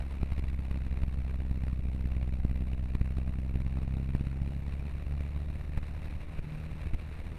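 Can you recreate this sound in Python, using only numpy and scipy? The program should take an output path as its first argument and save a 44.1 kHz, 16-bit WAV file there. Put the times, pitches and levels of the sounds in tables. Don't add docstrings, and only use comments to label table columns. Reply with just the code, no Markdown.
import sys
import numpy as np
from scipy import signal
from scipy.fft import rfft, irfft, next_fast_len
from scipy.io import wavfile
from scipy.ndimage import uniform_filter1d, map_coordinates

SR = 44100
rng = np.random.default_rng(int(sys.argv[2]) if len(sys.argv) > 2 else 0)


def to_wav(s):
    ch = np.atleast_2d(s).T
    pcm = np.round(np.clip(ch, -1, 1) * 32767)
    wavfile.write(sys.argv[1], SR, pcm.astype(np.int16))


N = 325458
TIME = np.arange(N) / SR

# time in seconds, firing rate in Hz.
ENGINE_SPEED = [(0.0, 67.77), (0.65, 65.61), (1.55, 64.56), (2.4, 63.48), (3.5, 64.7), (4.05, 66.29),
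                (4.8, 69.5), (6.8, 77.68), (7.38, 79.1)]
# time in seconds, knock level in dB, heave level in dB.
BIG_WAVES = [(0.232, -2.5, -27), (0.322, -8, -25), (0.395, -1, -7), (.713, -3, -11), (.775, -11, -18),
             (1.035, -7, -11), (1.514, -5.5, -25), (1.545, -6.5, -12), (1.637, -2.5, -31),
             (1.73, -12.5, -13.5), (2.01, -6.5, -22), (2.058, -14, -26), (2.167, -6, -32), (2.228, -6, -28),
             (2.451, -2, -28), (2.513, -6.5, -18), (2.952, -3, -19), (3.014, -2.5, -11.5),
             (3.108, -7.5, -25), (3.185, -2, -32), (3.558, -6, -20), (3.62, -7.5, -25), (3.97, -9, -21),
             (4.151, -4, -23), (4.21, -4.5, -15), (4.271, -9, -28), (4.375, -4, -24), (4.419, -12, -14),
             (5.208, -1.5, -16), (5.364, -12, -9), (5.777, -7, -6), (6.021, -9, -11), (6.11, -9.5, -23),
             (6.388, -19, -6.5), (6.72, -13, -14), (6.869, -3.5, -11.5), (6.935, -18, -9),
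             (6.946, -8.5, -2.5)]
TURN_S, TURN_WIDTH_S = 4.04, 0.72


def amp(db):
    return 10 ** (np.asarray(db) / 20)


def unit(x):
    return x / np.sqrt(np.mean(x ** 2) + 1e-20)


def along(points, hz):
    f, v = np.transpose(points)
    return np.interp(np.log(hz + 1), np.log(f + 1), v)


def curves(rows):
    s, *cols = np.transpose(rows)
    return [np.interp(TIME, s, c) for c in cols]


def bell(x, width):
    return np.exp(-(x / width) ** 2)


def wobble(rate):
    points = rng.standard_normal(int(N * rate / SR) + 4)
    return map_coordinates(points, [TIME * rate])


def filtered(x, response):
    m = next_fast_len(N + SR // 2)
    hz = np.fft.rfftfreq(m, 1 / SR)
    return irfft(rfft(x, m) * response(hz), m)[:N]


def noise(colour_db, patchy_db):
    z = signal.stft(rng.standard_normal(N), nperseg=512)[2]
    field = uniform_filter1d(rng.standard_normal(z.shape), size=6, axis=0)
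    field = uniform_filter1d(field, size=12, axis=1)
    patchy = signal.istft(z * amp(patchy_db * unit(field)), nperseg=512)[1][:N]
    return unit(filtered(patchy, lambda hz: amp(colour_db(hz))))


def cab_levels():
    # firing rate in Hz, boom in dB, second order in dB, third order in dB.
    cab_answer = [(63.2, -1.5, -19, -20.5), (65.4, -3.5, -20.5, -23.2), (69.7, -6.5, -19, -33.5),
                  (70.8, -4, -15.5, -50), (75.4, -11.5, -21.5, -39), (76.64, -16.5, -12, -33),
                  (77.74, -13.5, -16.5, -42), (77.9, -11.5, -21, -49)]
    firing_hz, = curves(ENGINE_SPEED)
    rates, *orders = np.transpose(sorted(cab_answer))
    return [np.interp(firing_hz, rates, db) for db in orders]


def engine(unsteady_db=1.0, boom_waver_db=0.43, turn_db=11):
    # multiple of the firing rate, level in dB.
    weak_orders = [(.5, -16), (1.5, -28), (2.5, -40), (3.5, -41.5), (4, -34.5)]
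    firing_hz, = curves(ENGINE_SPEED)
    boom_db, second_db, third_db = cab_levels()
    boom = amp(boom_db + boom_waver_db * wobble(2.82))
    second = amp(second_db + turn_db * bell(TIME - TURN_S, TURN_WIDTH_S))
    angle = 2 * np.pi * (np.cumsum(firing_hz) / SR - .5)
    sound = boom * np.cos(angle) + second * np.sin(2 * angle) + amp(third_db) * np.sin(3 * angle)
    for multiple, db in weak_orders:
        order = round(2 * multiple) / 2
        sound += amp(db + unsteady_db * wobble(2.5)) * np.sin(order * (angle + 2 * np.pi))
    return sound


def clatter(level_db=-34.5, follows_boom=0.37, turn_db=2.5):
    # frequency in Hz, relative level in dB per Hz.
    growl_colour = [(150, -41), (300, 4), (450, 2.5), (600, 3.5), (750, 1.5), (950, -7.5), (2000, -38)]
    boom_db, *_ = cab_levels()
    growl_db = level_db + follows_boom * boom_db + turn_db * bell(TIME - TURN_S, TURN_WIDTH_S)
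    return amp(growl_db) * noise(lambda hz: along(growl_colour, hz), patchy_db=2.0)


def drive_line():
    # time in seconds, rate in Hz, level in dB.
    shaft_shake = [(0, 18.5, -12), (1.5, 18.45, -11), (2, 18.15, -10), (3.2, 18, -11), (4, 18.5, -14),
                   (4.5, 18.9, -17), (5, 18.3, -21), (7.38, 18.25, -19)]
    shaft_hz, db = curves(shaft_shake)
    return amp(db) * np.cos(2 * np.pi * np.cumsum(shaft_hz) / SR)


def rumble(level_db=-13.5, surge_db=.5):
    # frequency in Hz, relative level in dB per Hz.
    churn_colour = [(4, -12.5), (14, 4.5), (32, -4), (50, 1.5), (85, -5), (115, -11), (180, -10),
                    (240, -19.5), (330, -23), (600, -41.5), (1200, -63.5)]
    churn = noise(lambda hz: along(churn_colour, hz), patchy_db=.5)
    broken = churn - np.logaddexp(0, 2 * (churn - 1)) / 2
    return amp(level_db + surge_db * wobble(2.99)) * unit(broken - broken.mean())


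def spray(splatter_db=1.15, splash=0.46, splash_s=0.0023):
    # frequency in Hz, relative level in dB per Hz.
    spray_colour = [(150, -12.5), (350, 5.5), (560, 6.5), (780, 1.5), (950, 1.5), (1550, -2), (1900, 0),
                    (2550, 3), (3200, -13), (5000, -19), (6500, -24), (11500, -25.5), (14500, -33),
                    (15700, -39)]
    # centre in Hz, width in Hz, lift in dB (below zero: a dip).
    hiss_resonances = [(2160, 43, -3.5), (2520, 160, -2.5), (3945, 510, 7.5), (5570, 240, 2.5),
                       (9100, 710, 7)]
    # time in seconds, level in dB.
    spray_strength = [(0, -28), (1.3, -30.5), (3.2, -31.5), (4.2, -30), (5.2, -29.5), (6.5, -28),
                      (7.38, -28)]

    def colour_db(hz):
        return along(spray_colour, hz) + sum(db * bell(hz - f, w) for f, w, db in hiss_resonances)

    hiss_db, = curves(spray_strength)
    hiss = noise(colour_db, patchy_db=0.5)
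    splashes = np.ones(N)
    for s, knock_db, _ in BIG_WAVES:
        splashes += splash * amp(knock_db) ** 2 * bell(TIME - s, splash_s)
    return amp(hiss_db + splatter_db * wobble(40)) * splashes * hiss


def whine(centre_hz=12600, width_hz=70, first_s=.06, period_s=.5, length_s=0.11, level_db=-59.5, waver_db=1.5):
    from_middle = (TIME - first_s + period_s / 2) % period_s - period_s / 2
    shape = bell(from_middle ** 2, length_s ** 2)
    spells = amp(level_db + waver_db * wobble(1.87)) * shape
    return spells * unit(filtered(rng.standard_normal(N), lambda hz: bell(hz - centre_hz, width_hz)))


def slaps(waves, knock_s=0.002, heave_s=0.018):
    out = np.zeros(N)
    for s, knock_db, heave_db in waves:
        near = slice(max(0, round((s - .08) * SR)), round((s + .08) * SR))
        t = TIME[near] - s
        knock = np.exp(-np.hypot(t, knock_s / 10) / knock_s)
        heave = (1 - 2 * (t / heave_s) ** 2) * bell(t, heave_s)
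        out[near] += amp(knock_db) * knock + amp(heave_db) * heave
    return out


def wavelets(count=16, knock_db=-13.5, heave_db=-18.5, scatter_db=2.5):
    s = rng.uniform(0, N / SR, count)
    levels = [knock_db, heave_db] + scatter_db * rng.standard_normal((count, 2))
    return np.column_stack([s, levels])


def scene():
    machine = engine() + clatter() + drive_line()
    water = rumble() + spray() + slaps(BIG_WAVES) + slaps(wavelets())
    return (machine + water + whine())[None]


def record(dry, drive=1.093, gain_db=-28.0, settle_s=0.44, top_hz=15700):
    bent = np.exp(drive * dry[0])
    bent = bent / (1 + (bent / 11.5) ** 3) ** (1 / 3)
    bias = uniform_filter1d(bent, size=round(settle_s * SR))
    band = lambda hz: np.clip((top_hz - hz) / 900, 0, 1)
    return amp(gain_db) * filtered(bent / bias - 1, band)[None]


dry = scene()
out = record(dry)
to_wav(out)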